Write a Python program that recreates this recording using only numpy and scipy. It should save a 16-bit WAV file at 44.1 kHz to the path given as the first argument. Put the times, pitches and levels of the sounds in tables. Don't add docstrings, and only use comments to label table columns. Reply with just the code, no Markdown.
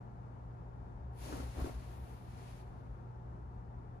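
import sys
import numpy as np
from scipy import signal
from scipy.fft import rfft, irfft
from scipy.io import wavfile

SR = 44100
rng = np.random.default_rng(int(sys.argv[2]) if len(sys.argv) > 2 else 0)


def inscribe(sig):
    pcm = np.round(np.clip(np.atleast_2d(sig).T, -1, 1) * 32767)
    wavfile.write(sys.argv[1], SR, pcm.astype(np.int16))


N = 176400
T = np.arange(N) / SR
HZ = np.maximum(np.arange(N // 2 + 1) * SR / N, 1)

# f/Hz, power share/1
CLOTH_COHERENCE = [(100, 0.67), (300, 0.82), (700, 0.31), (3000, 0.039), (7000, 0.021), (8500, 0.32),
                   (10000, 1), (14000, 1)]
# f/Hz, L-R/dB
CLOTH_LEAN_DB = [(100, 2), (350, 2), (700, 7), (2300, 1.5), (4400, 6), (8500, 0.5)]


def undb(db):
    return 10 ** (np.asarray(db) / 20)


def unit(x):
    return x / np.sqrt(np.mean(x ** 2))


def over_hz(points):
    hz, value = np.array(points, float).T
    return np.interp(np.log(HZ), np.log(hz), value)


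def walk(rate_hz):
    return unit(irfft(rfft(rng.standard_normal(N)) * np.exp(-(HZ / rate_hz) ** 2), N))


def band(hz, width_hz):
    return unit(irfft(rfft(rng.standard_normal(N)) * np.exp(-.5 * ((HZ - hz) / width_hz) ** 2), N))


def grains(per_s, spread_db):
    size = undb(spread_db * np.minimum(rng.exponential(size=(3, N)), 5))
    sign = rng.choice([-1, 1], (3, N))
    return unit(size * sign * (rng.random((3, N)) < per_s / SR))


def swells(rows):
    return sum(undb(db) * np.exp(-.5 * ((T - t_s) / np.where(T < t_s, rise_s, fall_s)) ** 2)
               for t_s, rise_s, fall_s, db in rows)


def left(lean_db):
    return undb(lean_db * np.array([[.5], [-.5]]))


def ports():
    # f/Hz, lead of left/rad
    lead_rad = [(0, 0), (340, .5), (1000, 2.9), (4390, 12.5), (7000, 20), (8200, 22), (10050, 18.85),
                (12200, 15.7), (15200, 11)]
    return np.exp(-1j * np.interp(HZ, *np.array(lead_rad).T) * np.array([[0], [1]]))


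def room_response(ripple_db=2, spacing_hz=22):
    # f/Hz, width/Hz, gain/dB
    modes = [(170, 14, 3), (273.5, 32, 3.5), (389, 20, 1), (588, 18, 3), (720.4, 20, 6), (815, 31, 1),
             (926, 32, 3.5), (988, 18, 2), (1230, 26, -4.5)]
    modes_db = sum(db / (1 + (2 * (HZ - hz) / width_hz) ** 2) for hz, width_hz, db in modes)
    knots_hz = np.arange(0, SR / 2, spacing_hz)
    draws = rng.standard_normal((2, N // 8))[:, :len(knots_hz)]
    ripple = np.array([np.interp(HZ, knots_hz, row) for row in draws])
    cepstrum = irfft(np.log(undb(modes_db + ripple_db * ripple)), N)
    return np.exp(rfft(cepstrum * (1 + np.sign(T)) * (T < T[-1] / 2)))


def room_tail(x, t60_s=0.29, tail_db=-4.5):
    t_s = T[:SR // 2]
    tail = rng.standard_normal((len(x), len(t_s))) * undb(-60 * t_s / t60_s) * (t_s > .004)
    tail /= np.sqrt(np.sum(tail ** 2, axis=1, keepdims=True))
    return x + undb(tail_db) * signal.fftconvolve(x, tail, axes=1)[:, :N]


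def place(streams, colour_db, coherence, lean_db):
    spectra = rfft(streams)
    share = np.clip(over_hz(coherence), 0, 1)
    pair = np.sqrt(share) * spectra[0] * ports() + np.sqrt(1 - share) * spectra[1:]
    return irfft(pair * unit(undb(over_hz(colour_db))) * left(over_hz(lean_db)) * room_response(), N)


def air_conditioner(draught_db=-53.5, wander_db=.4):
    # f/Hz, relative density/dB
    colour_db = [(20, -30.5), (31, -14.5), (43, 6), (70, -4.5), (95, 4), (112, -2), (155, 1.5), (220, -4.5),
                 (300, -11), (390, -7), (500, -12.5), (680, -14), (870, -9.5), (1100, -15), (1600, -24),
                 (2200, -33.5), (3200, -42), (6000, -48), (8500, -51), (11500, -56), (15000, -63)]
    # f/Hz, power share/1
    coherence = [(100, 1), (250, 0.56), (500, 0.1), (1000, 0.67), (2000, 0.12), (7000, 0), (10000, 1)]
    # f/Hz, L-R/dB
    lean_db = [(100, 4.5), (280, 1), (600, 4.5), (1400, 3.5), (2100, 3), (4000, 5), (6500, 8.5), (9000, 0)]
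    # f/Hz, level/dB, wander/dB
    tones = [(119.54, -52.5, 1.3), (60.6, -58, 2.5)]
    # t/s, level/dB
    rumble_db = [(0, -74), (.5, -54), (.85, -63), (2.1, -55), (2.6, -56.5), (3.1, -56.5), (3.6, -50.5),
                 (4, -53.5)]
    draught = place(rng.standard_normal((3, N)), colour_db, coherence, lean_db)
    hum = 0
    for hz, db, drift_db in tones:
        amplitude = np.sqrt(2) * undb(db + drift_db * walk(10))
        hum += amplitude * np.sin(2 * np.pi * hz * T + 0.067 * walk(8.4))
    rumble = band(hz=62, width_hz=15) * undb(np.interp(T, *np.array(rumble_db).T))
    draught *= undb(draught_db + wander_db * walk(6.7))
    return draught + hum * left(lean_db=-0.7) + rumble * left(lean_db=2.0)


def booms():
    # centre t/s, half length/s, f/Hz, peak/dB
    pushes = [(0.957, 0.015, 60.7, -44), (1.057, 0.083, 66, -42.5), (1.225, 0.047, 59, -43),
              (1.354, 0.027, 62, -40), (1.42, 0.043, 69, -40.5), (1.483, 0.038, 62.5, -38.5),
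              (1.584, 0.014, 66.6, -35), (1.632, 0.018, 65.4, -30.5), (1.774, 0.035, 58.3, -35.5),
              (1.894, 0.055, 59, -42.5), (2.018, 0.034, 63.5, -42), (2.919, 0.023, 58.6, -39)]
    boom = 0
    for t_s, half_s, hz, db in pushes:
        envelope = undb(db) * np.exp(-((T - t_s) / half_s) ** 2)
        boom += envelope * np.sin(2 * np.pi * (hz * (T - t_s) + rng.random()))
    return boom * left(lean_db=1.5)


def sliding(flutter_db=0.56, split_hz=3900, tilt_db_per_db=0.2054, neutral_db=-63):
    # t/s, level before tilt/dB
    slide_db = [(1.12, -86.5), (1.16, -73), (1.21, -59), (1.26, -55.5), (1.33, -56), (1.41, -56.5),
                (1.48, -60.5), (1.54, -60), (1.61, -58), (1.67, -56.5), (1.76, -63.5), (1.93, -66),
                (2.01, -70.5), (2.10, -66), (2.22, -71.5), (2.32, -67.5), (2.41, -64), (2.52, -64.5),
                (2.61, -67), (2.65, -74), (2.73, -78), (2.80, -79), (3.05, -89)]
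    # f/Hz, relative density/dB
    colour_db = [(150, -28), (500, 7.5), (1200, 6), (2400, 3), (4500, -2.5), (6500, -4), (8200, -7),
                 (11300, -4.5), (13000, -10), (15000, -17)]
    level_db = np.interp(T, *np.array(slide_db).T, left=-130, right=-130) + flutter_db * walk(30)
    slips = grains(per_s=9000, spread_db=-1)
    hiss = place(slips, colour_db, CLOTH_COHERENCE, CLOTH_LEAN_DB)
    treble = irfft(rfft(hiss) / (1 + (split_hz / HZ) ** 4), N)
    tilt = undb(tilt_db_per_db * np.maximum(level_db - neutral_db, -10))
    return undb(level_db) * (treble * tilt + (hiss - treble) / tilt)


def brushes():
    # peak t/s, rise/s, fall/s, level/dB, f/Hz, width/Hz
    patches = [(1.225, 0.039, 0.08, -66.5, 11100, 2200), (1.28, 0.045, 0.074, -64, 5800, 1900),
               (1.602, 0.0026, 0.005, -59.5, 11000, 2200), (2.0, 0.13, 0.23, -76, 11900, 2200),
               (2.47, 0.07, 0.06, -77, 2600, 600)]
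    swish = sum(swells([gesture]) * band(hz, width_hz) for *gesture, hz, width_hz in patches)
    return irfft(rfft(swish) * ports() * left(over_hz(CLOTH_LEAN_DB)), N)


def folds():
    # peak t/s, rise/s, fall/s, level/dB
    swings = [(1.29, 0.051, 0.048, -54), (1.365, 0.05, 0.068, -50.5), (1.596, 0.026, 0.016, -45.5),
              (1.66, 0.0069, 0.027, -45.5), (1.92, 0.075, 0.068, -62), (2.42, 0.59, 0.29, -70)]
    # f/Hz, relative density/dB
    colour_db = [(70, -8), (150, -3.5), (210, -6.5), (280, 0.5), (360, -4), (520, -7.5), (700, -10.5),
                 (1100, -14), (1600, -22.5), (2600, -29), (6000, -40)]
    pops = swells(swings) * grains(per_s=640, spread_db=3)
    return place(room_tail(pops), colour_db, CLOTH_COHERENCE, CLOTH_LEAN_DB)


def flaps(decay_cycles=0.76, snap_decay_s=0.01):
    # t/s, push level/dB, f/Hz, snap level/dB
    hits = [(1.326, -32, 332, -48), (1.361, -44, 563, -64), (1.399, -32.5, 270, -52),
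            (1.575, -50, 515, -66), (1.594, -35, 460, -55), (1.604, -47, 900, -51.5),
            (1.622, -30.5, 148, -75), (1.644, -28.5, 350, -56), (1.672, -39, 380, -66),
            (1.693, -39, 201, -55)]
    snap = band(hz=1190, width_hz=430)
    push = np.zeros(N)
    for t_s, db, hz, snap_db in hits:
        age_s = np.maximum(T - t_s, 0)
        push += undb(db) * np.sin(2 * np.pi * hz * age_s) * np.exp(-hz * age_s / decay_cycles)
        push += undb(snap_db) * snap * (age_s > 0) * np.exp(-age_s / snap_decay_s)
    spectra = rfft(room_tail(np.array([push, push])))
    return irfft(spectra * ports() * left(over_hz(CLOTH_LEAN_DB)) * room_response(), N)


def scene():
    return air_conditioner() + booms() + sliding() + brushes() + folds() + flaps()


def record(dry, fade_s=.012, top_hz=15200):
    fade = np.sin(np.pi / 2 * np.clip(np.minimum(T, T[-1] - T) / fade_s, 0, 1)) ** 2
    return signal.sosfilt(signal.ellip(10, .1, 70, top_hz, fs=SR, output="sos"), dry * fade)


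dry = scene()
out = record(dry)
inscribe(out)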